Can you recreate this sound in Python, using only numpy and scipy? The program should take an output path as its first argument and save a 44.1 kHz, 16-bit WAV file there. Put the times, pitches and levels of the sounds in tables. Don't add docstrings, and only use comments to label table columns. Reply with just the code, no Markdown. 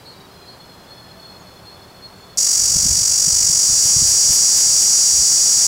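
import sys
import numpy as np
from scipy import signal
from scipy.fft import rfft, irfft
from scipy.io import wavfile
from scipy.ndimage import uniform_filter1d

SR = 44100
rng = np.random.default_rng(int(sys.argv[2]) if len(sys.argv) > 2 else 0)


def wav_out(sig):
    wavfile.write(sys.argv[1], SR, np.round(np.clip(np.atleast_2d(sig).T, -1, 1) * 32767).astype(np.int16))


N = 250047
T = np.arange(N) / SR

# frequency in Hz, relative level in dB.
CLICK_SPECTRUM = [(300, -36.5), (2500, -32.5), (3700, -31.5), (4200, -14.5), (4600, -8.5), (5600, 2),
                  (6300, 1), (6900, -1), (7800, -4), (9000, -9.5), (9900, -12), (10800, -25),
                  (12500, -25.5), (16000, -23.5)]
# frequency in Hz, bandwidth in Hz, peak gain in dB.
BUZZ_PEAKS = [(4510, 70, -5), (4670, 60, -8), (4910, 100, 0), (5690, 140, -10), (6850, 300, -12),
              (7570, 150, -9)]
# frequency in Hz, relative level in dB.
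CRACKLE_SPECTRUM = [(100, -1), (500, -7.5), (1500, -5.5), (3000, -6.5), (8000, 0), (12000, -8.5),
                    (16000, -10)]
SIZZLE_SPECTRUM = [(6000, -45), (9500, 12.5), (11000, 1.5), (13000, 8), (16000, -18.5)]
SYLLABLE_STARTS = [-.02, .285, .58, .86, 1.16, 1.4, 1.61, 1.87, 2.1]
# frequency in Hz, gain in dB.
FAR_BODY_RESPONSE = [(2500, -20), (3100, -21), (3450, -9), (3900, -9), (4300, -1.5), (4700, -8.5),
                     (5200, -15), (6000, -44), (7800, -25), (9000, -29)]
# middle in seconds, length in seconds, start and end in Hz of the glide
# that the arch bends, level in dB.
BIRD_CHIRPS = [(0.089, 0.12, 4460, 4180, -39.5), (0.497, 0.085, 4460, 4200, -40),
               (0.922, 0.093, 4250, 4360, -41), (1.255, .1, 4330, 4340, -40), (1.41, .07, 7100, 6240, -53),
               (1.684, 0.081, 4300, 4260, -38), (2.051, 0.09, 4370, 4270, -36),
               (2.21, 0.16, 7900, 6400, -59)]
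# middle in seconds, length in seconds, level in dB.
WIND_GUSTS = [(2.68, .24, -38), (2.88, 0.48, -37), (3.346, 0.7, -40), (3.73, 0.16, -38),
              (4.043, 0.37, -41.5), (4.303, 0.14, -41.5), (4.728, 0.31, -43.5), (5.19, .18, -40)]
# middle in seconds, relative level in dB.
WIND_PUFFS = [(2.765, -17), (2.835, -21), (2.862, -16.5), (2.915, -14), (2.975, -26), (3.278, -20),
              (3.408, -30), (3.497, -25.5), (3.555, -31), (3.699, -26), (3.859, -24.5), (3.967, -20),
              (4.025, -14.5), (4.309, -28), (5.197, -33)]
# frequency in Hz, relative level in dB.
RUMBLE_SPECTRUM = [(20, -23), (45, 0), (80, 1.5), (140, -3.5), (200, -14), (320, -30), (700, -35.5)]
PUFF_SPECTRUM = [(20, -22), (70, -4), (130, 0), (200, -7), (320, -20.5), (700, -60)]
# middle in seconds, length in seconds, frequency in Hz, peak level in dB.
DISTANT_TONES = [(1.26, 0.61, 660, -51), (1.02, 0.66, 1750, -56.5)]
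# frequency in Hz, relative level in dB.
HUSH_SPECTRUM = [(25, -21), (55, -10), (110, -4), (180, -7.5), (260, -11), (400, -10.5), (550, -10.5),
                 (800, -11), (1300, -14.5), (1700, -18.5), (2300, -22.5), (3200, -31.5), (5000, -57)]
LEAF_SPECTRUM = [(1500, -22), (3000, 5), (5000, 3.5), (8000, -2.5), (11000, -3.5), (16000, -5)]
# frequency in Hz, rms level in dB.
HUM_TONES = [(183, -57), (387.6, -60.5)]

SONG_START_S = 2.3735
JOIN_MIDDLE_S, JOIN_LENGTH_S = 3.62, .16


def cicada(throb_db=-15, rasp_db=-13):
    clicks = tymbals()
    buzz = clicks + sum(from_db(db) * resonance(clicks, hz, width) for hz, width, db in BUZZ_PEAKS)
    buzz = foliage(buzz, t60=.1, wet_db=-13)
    buzz = buzz / np.std(buzz[T >= SONG_START_S])
    level_db = throb_db + (rasp_db - throb_db) * ramp(middle=3.54, length=.86)
    return from_db(level_db) * (buzz + crackle(buzz)) + sizzle(buzz)


def tymbals(twin_s=.000267, twin_db=-12, rebound_s=.0009594, rebound_db=-5):
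    times, sizes = ribs()
    scatter = rng.standard_normal((len(times), 2))
    twins = times + twin_s + .00004 * scatter[:, 0]
    rebound_lag = rebound_s + .000014 * scatter[:, 1]
    snaps, rebound = [impulses(times + lag, sizes) + from_db(twin_db) * impulses(twins + lag, sizes)
                      for lag in (0, rebound_lag)]
    rebound = signal.sosfiltfilt(signal.butter(2, 4500, "high", fs=SR, output="sos"), rebound)
    clicks = coloured(snaps - from_db(rebound_db) * rebound, CLICK_SPECTRUM)
    return dispersion(clicks, hz=5510, width=2650)


def ribs(slowing=.1404, slack_db=-5.5, uneven_db=.51, jitter_s=.000009):
    stroke_hz, rib_hz, slack_share, unsteady = muscle()
    singing = T >= SONG_START_S
    strokes = np.cumsum(singing * stroke_hz * (1 + unsteady * .06 * drift(50))) / SR
    stroke_phase = (strokes - 1 / 3) % 1
    pace = 1 - slowing * (stroke_phase - .5) + unsteady * .0065 * drift(50)
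    buckled = np.cumsum(singing * rib_hz * pace) / SR
    times = np.interp(np.arange(int(buckled[-1])), buckled[singing], T[singing])
    slack = uniform_filter1d(1. * (stroke_phase > 1 - slack_share), size=SR // 250)
    scatter = rng.standard_normal((len(times), 2))
    sizes = from_db(slack_db * np.interp(times, T, slack) + uneven_db * scatter[:, 0])
    sizes = sizes / np.sqrt(uniform_filter1d(sizes ** 2, size=36))
    return times + jitter_s * scatter[:, 1], sizes


def muscle(quickening_hz_per_s=1.0):
    # stroke rate in Hz, rib rate in Hz, slack share of a stroke, unsteadiness.
    throb = (47.45 + quickening_hz_per_s * (T - SONG_START_S), 437.2, .37, .17)
    rasp = (51.7, 429.2, 0, .97)
    joined = ramp(JOIN_MIDDLE_S, JOIN_LENGTH_S)
    return [before + (after - before) * joined for before, after in zip(throb, rasp)]


def crackle(buzz, crackle_db=-19.5, hiss_db=-32):
    envelope = from_db(crackle_db) * np.abs(buzz) + from_db(hiss_db) * (T >= SONG_START_S)
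    return envelope * noise(CRACKLE_SPECTRUM)


def sizzle(buzz, fade_db_per_s=3.5, swell_every_s=.243, strongest_s=4.44):
    throb_db, rasp_db, swell_db = -29, -33, -21.5
    base_db = throb_db + (rasp_db - throb_db) * ramp(JOIN_MIDDLE_S, JOIN_LENGTH_S)
    base = from_db(base_db - fade_db_per_s * (T - SONG_START_S))
    middles_s = 3.86 + swell_every_s * np.arange(5)
    swells = sum(from_db(swell_db - 8.5 * abs(s - strongest_s)) * bump(s, .125) for s in middles_s)
    return (base + swells) * noise(SIZZLE_SPECTRUM) * np.abs(buzz) / 2


def far_cicada(waver=.0052, flutter_db=4, edge_s=.022, fade_from_s=1.4, fade_db_per_s=3.5):
    spans = np.transpose([SYLLABLE_STARTS, SYLLABLE_STARTS[1:] + [SONG_START_S + edge_s]])
    age = spans[:, 0] - SYLLABLE_STARTS[0]
    head_hz = 871 - 74 * np.exp(-age / .25)
    tail_hz = 865 - 103 * np.exp(-age / .54)
    pitch = np.interp(T, spans.ravel(), np.column_stack([head_hz, tail_hz]).ravel())
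    pitch *= 1 + waver * drift(200)
    gate = sum(np.clip(np.minimum(T - start, end - T) / edge_s, 0, 1) for start, end in spans)
    level = gate * from_db(-46.5 - fade_db_per_s * np.maximum(T - fade_from_s, 0))
    phase = 2 * np.pi * np.cumsum(pitch) / SR
    tone = sum(from_db(at_hz(FAR_BODY_RESPONSE, k * pitch) + flutter_db * drift(100)) * np.sin(k * phase)
               for k in range(3, 11))
    return foliage(level * tone, t60=.35, wet_db=-7)


def bird(arch=.062, octave_db=-22.5):
    song = np.zeros(N)
    for middle, length, start_hz, end_hz, db in BIRD_CHIRPS:
        along = np.clip((T - middle) / length, -.5, .5)
        glide_hz = start_hz + (end_hz - start_hz) * (along + .5)
        pitch = glide_hz * (1 - arch * (2 * along) ** 2)
        phase = 2 * np.pi * np.cumsum(pitch) / SR
        whistle = np.sin(phase) + from_db(octave_db) * np.sin(2 * phase)
        song += from_db(db) * bump(middle, length) * whistle
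    return foliage(song, t60=.53, wet_db=-5.5)


def wind(breeze_db=-55, lumpy_db=4, puff_gain_db=-5.5, puff_s=.027):
    breeze = from_db(breeze_db) * ramp(middle=2.55, length=.1)
    gusts = sum(from_db(db) * bump(middle, length) for middle, length, db in WIND_GUSTS)
    rumble = (breeze + gusts) * from_db(lumpy_db * drift(60)) * noise(RUMBLE_SPECTRUM)
    puffs = sum(from_db(db + puff_gain_db) * bump(middle, puff_s) for middle, db in WIND_PUFFS)
    return rumble + puffs * noise(PUFF_SPECTRUM)


def faint_tones(steady_hz=576, steady_db=-54.5):
    steady = from_db(steady_db) * np.sqrt(2) * np.sin(2 * np.pi * steady_hz * T) * (T > SONG_START_S)
    return steady + sum(from_db(db) * bump(middle, length) * np.sin(2 * np.pi * hz * T + drift(30))
                        for middle, length, hz, db in DISTANT_TONES)


def outdoors(hush_db=-44.5, sway_db=.14, leaves_db=-52.5, waver_rad=.65):
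    hush = from_db(hush_db - sway_db * drift(11)) * noise(HUSH_SPECTRUM)
    leaves = from_db(leaves_db) * noise(LEAF_SPECTRUM)
    hum = sum(from_db(db) * np.sqrt(2) * np.sin(2 * np.pi * hz * T + waver_rad * drift(15))
              for hz, db in HUM_TONES)
    return hush + leaves + hum


def foliage(x, t60, wet_db):
    t = T[:SR // 3]
    tail = rng.standard_normal(len(t)) * from_db(-60 * t / t60) * (t > .002)
    return x + from_db(wet_db) * signal.fftconvolve(x, tail / np.linalg.norm(tail))[:N]


def resonance(x, hz, width):
    r = np.exp(-np.pi * width / SR)
    poles = [1, -2 * r * np.cos(2 * np.pi * hz / SR), r * r]
    return signal.lfilter(np.array([1, 0, -1]) * (1 - r * r) / 2, poles, x + 1e-18)


def dispersion(x, hz, width):
    r = np.exp(-np.pi * width / SR)
    poles = np.array([1, -2 * r * np.cos(2 * np.pi * hz / SR), r * r])
    return signal.lfilter(poles[::-1], poles, x)


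def impulses(times, sizes, reach=8):
    at = times[:, None] * SR
    taps = np.floor(at).astype(int) + np.arange(1 - reach, reach + 1)
    shape = np.sinc(taps - at) * np.sinc((taps - at) / reach)
    return np.bincount(taps.ravel(), (sizes[:, None] * shape).ravel(), N)[:N]


def coloured(x, spectrum, size=8192):
    gain = from_db(at_hz(spectrum, np.arange(size // 2 + 1) * SR / size))
    cepstrum = irfft(np.log(gain))
    cepstrum[1:size // 2] *= 2
    cepstrum[size // 2 + 1:] = 0
    return signal.fftconvolve(x, irfft(np.exp(rfft(cepstrum))))[:N]


def noise(spectrum):
    return rms_one(coloured(rng.standard_normal(N), spectrum))


def drift(rate):
    count = int(rate * N / SR) + 2
    return rms_one(signal.resample(rng.standard_normal(count), N))


def at_hz(spectrum, hz):
    knots_hz, db = np.transpose(spectrum)
    return np.interp(np.log(np.maximum(hz, 1)), np.log(knots_hz), db)


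def bump(middle, length):
    return np.cos(np.pi * np.clip((T - middle) / length, -.5, .5)) ** 2


def ramp(middle, length):
    return np.clip((T - middle) / length + .5, 0, 1)


def from_db(db):
    return 10 ** (np.asarray(db) / 20)


def rms_one(x):
    return x / np.sqrt(np.mean(x ** 2) + 1e-20)


def scene():
    mono = cicada() + faint_tones() + far_cicada() + bird() + wind() + outdoors()
    return np.stack([mono, mono])


def record(dry, cutoff_hz=15750):
    return signal.sosfilt(signal.ellip(12, .1, 80, cutoff_hz, fs=SR, output="sos"), dry)


dry = scene()
out = record(dry)
wav_out(out)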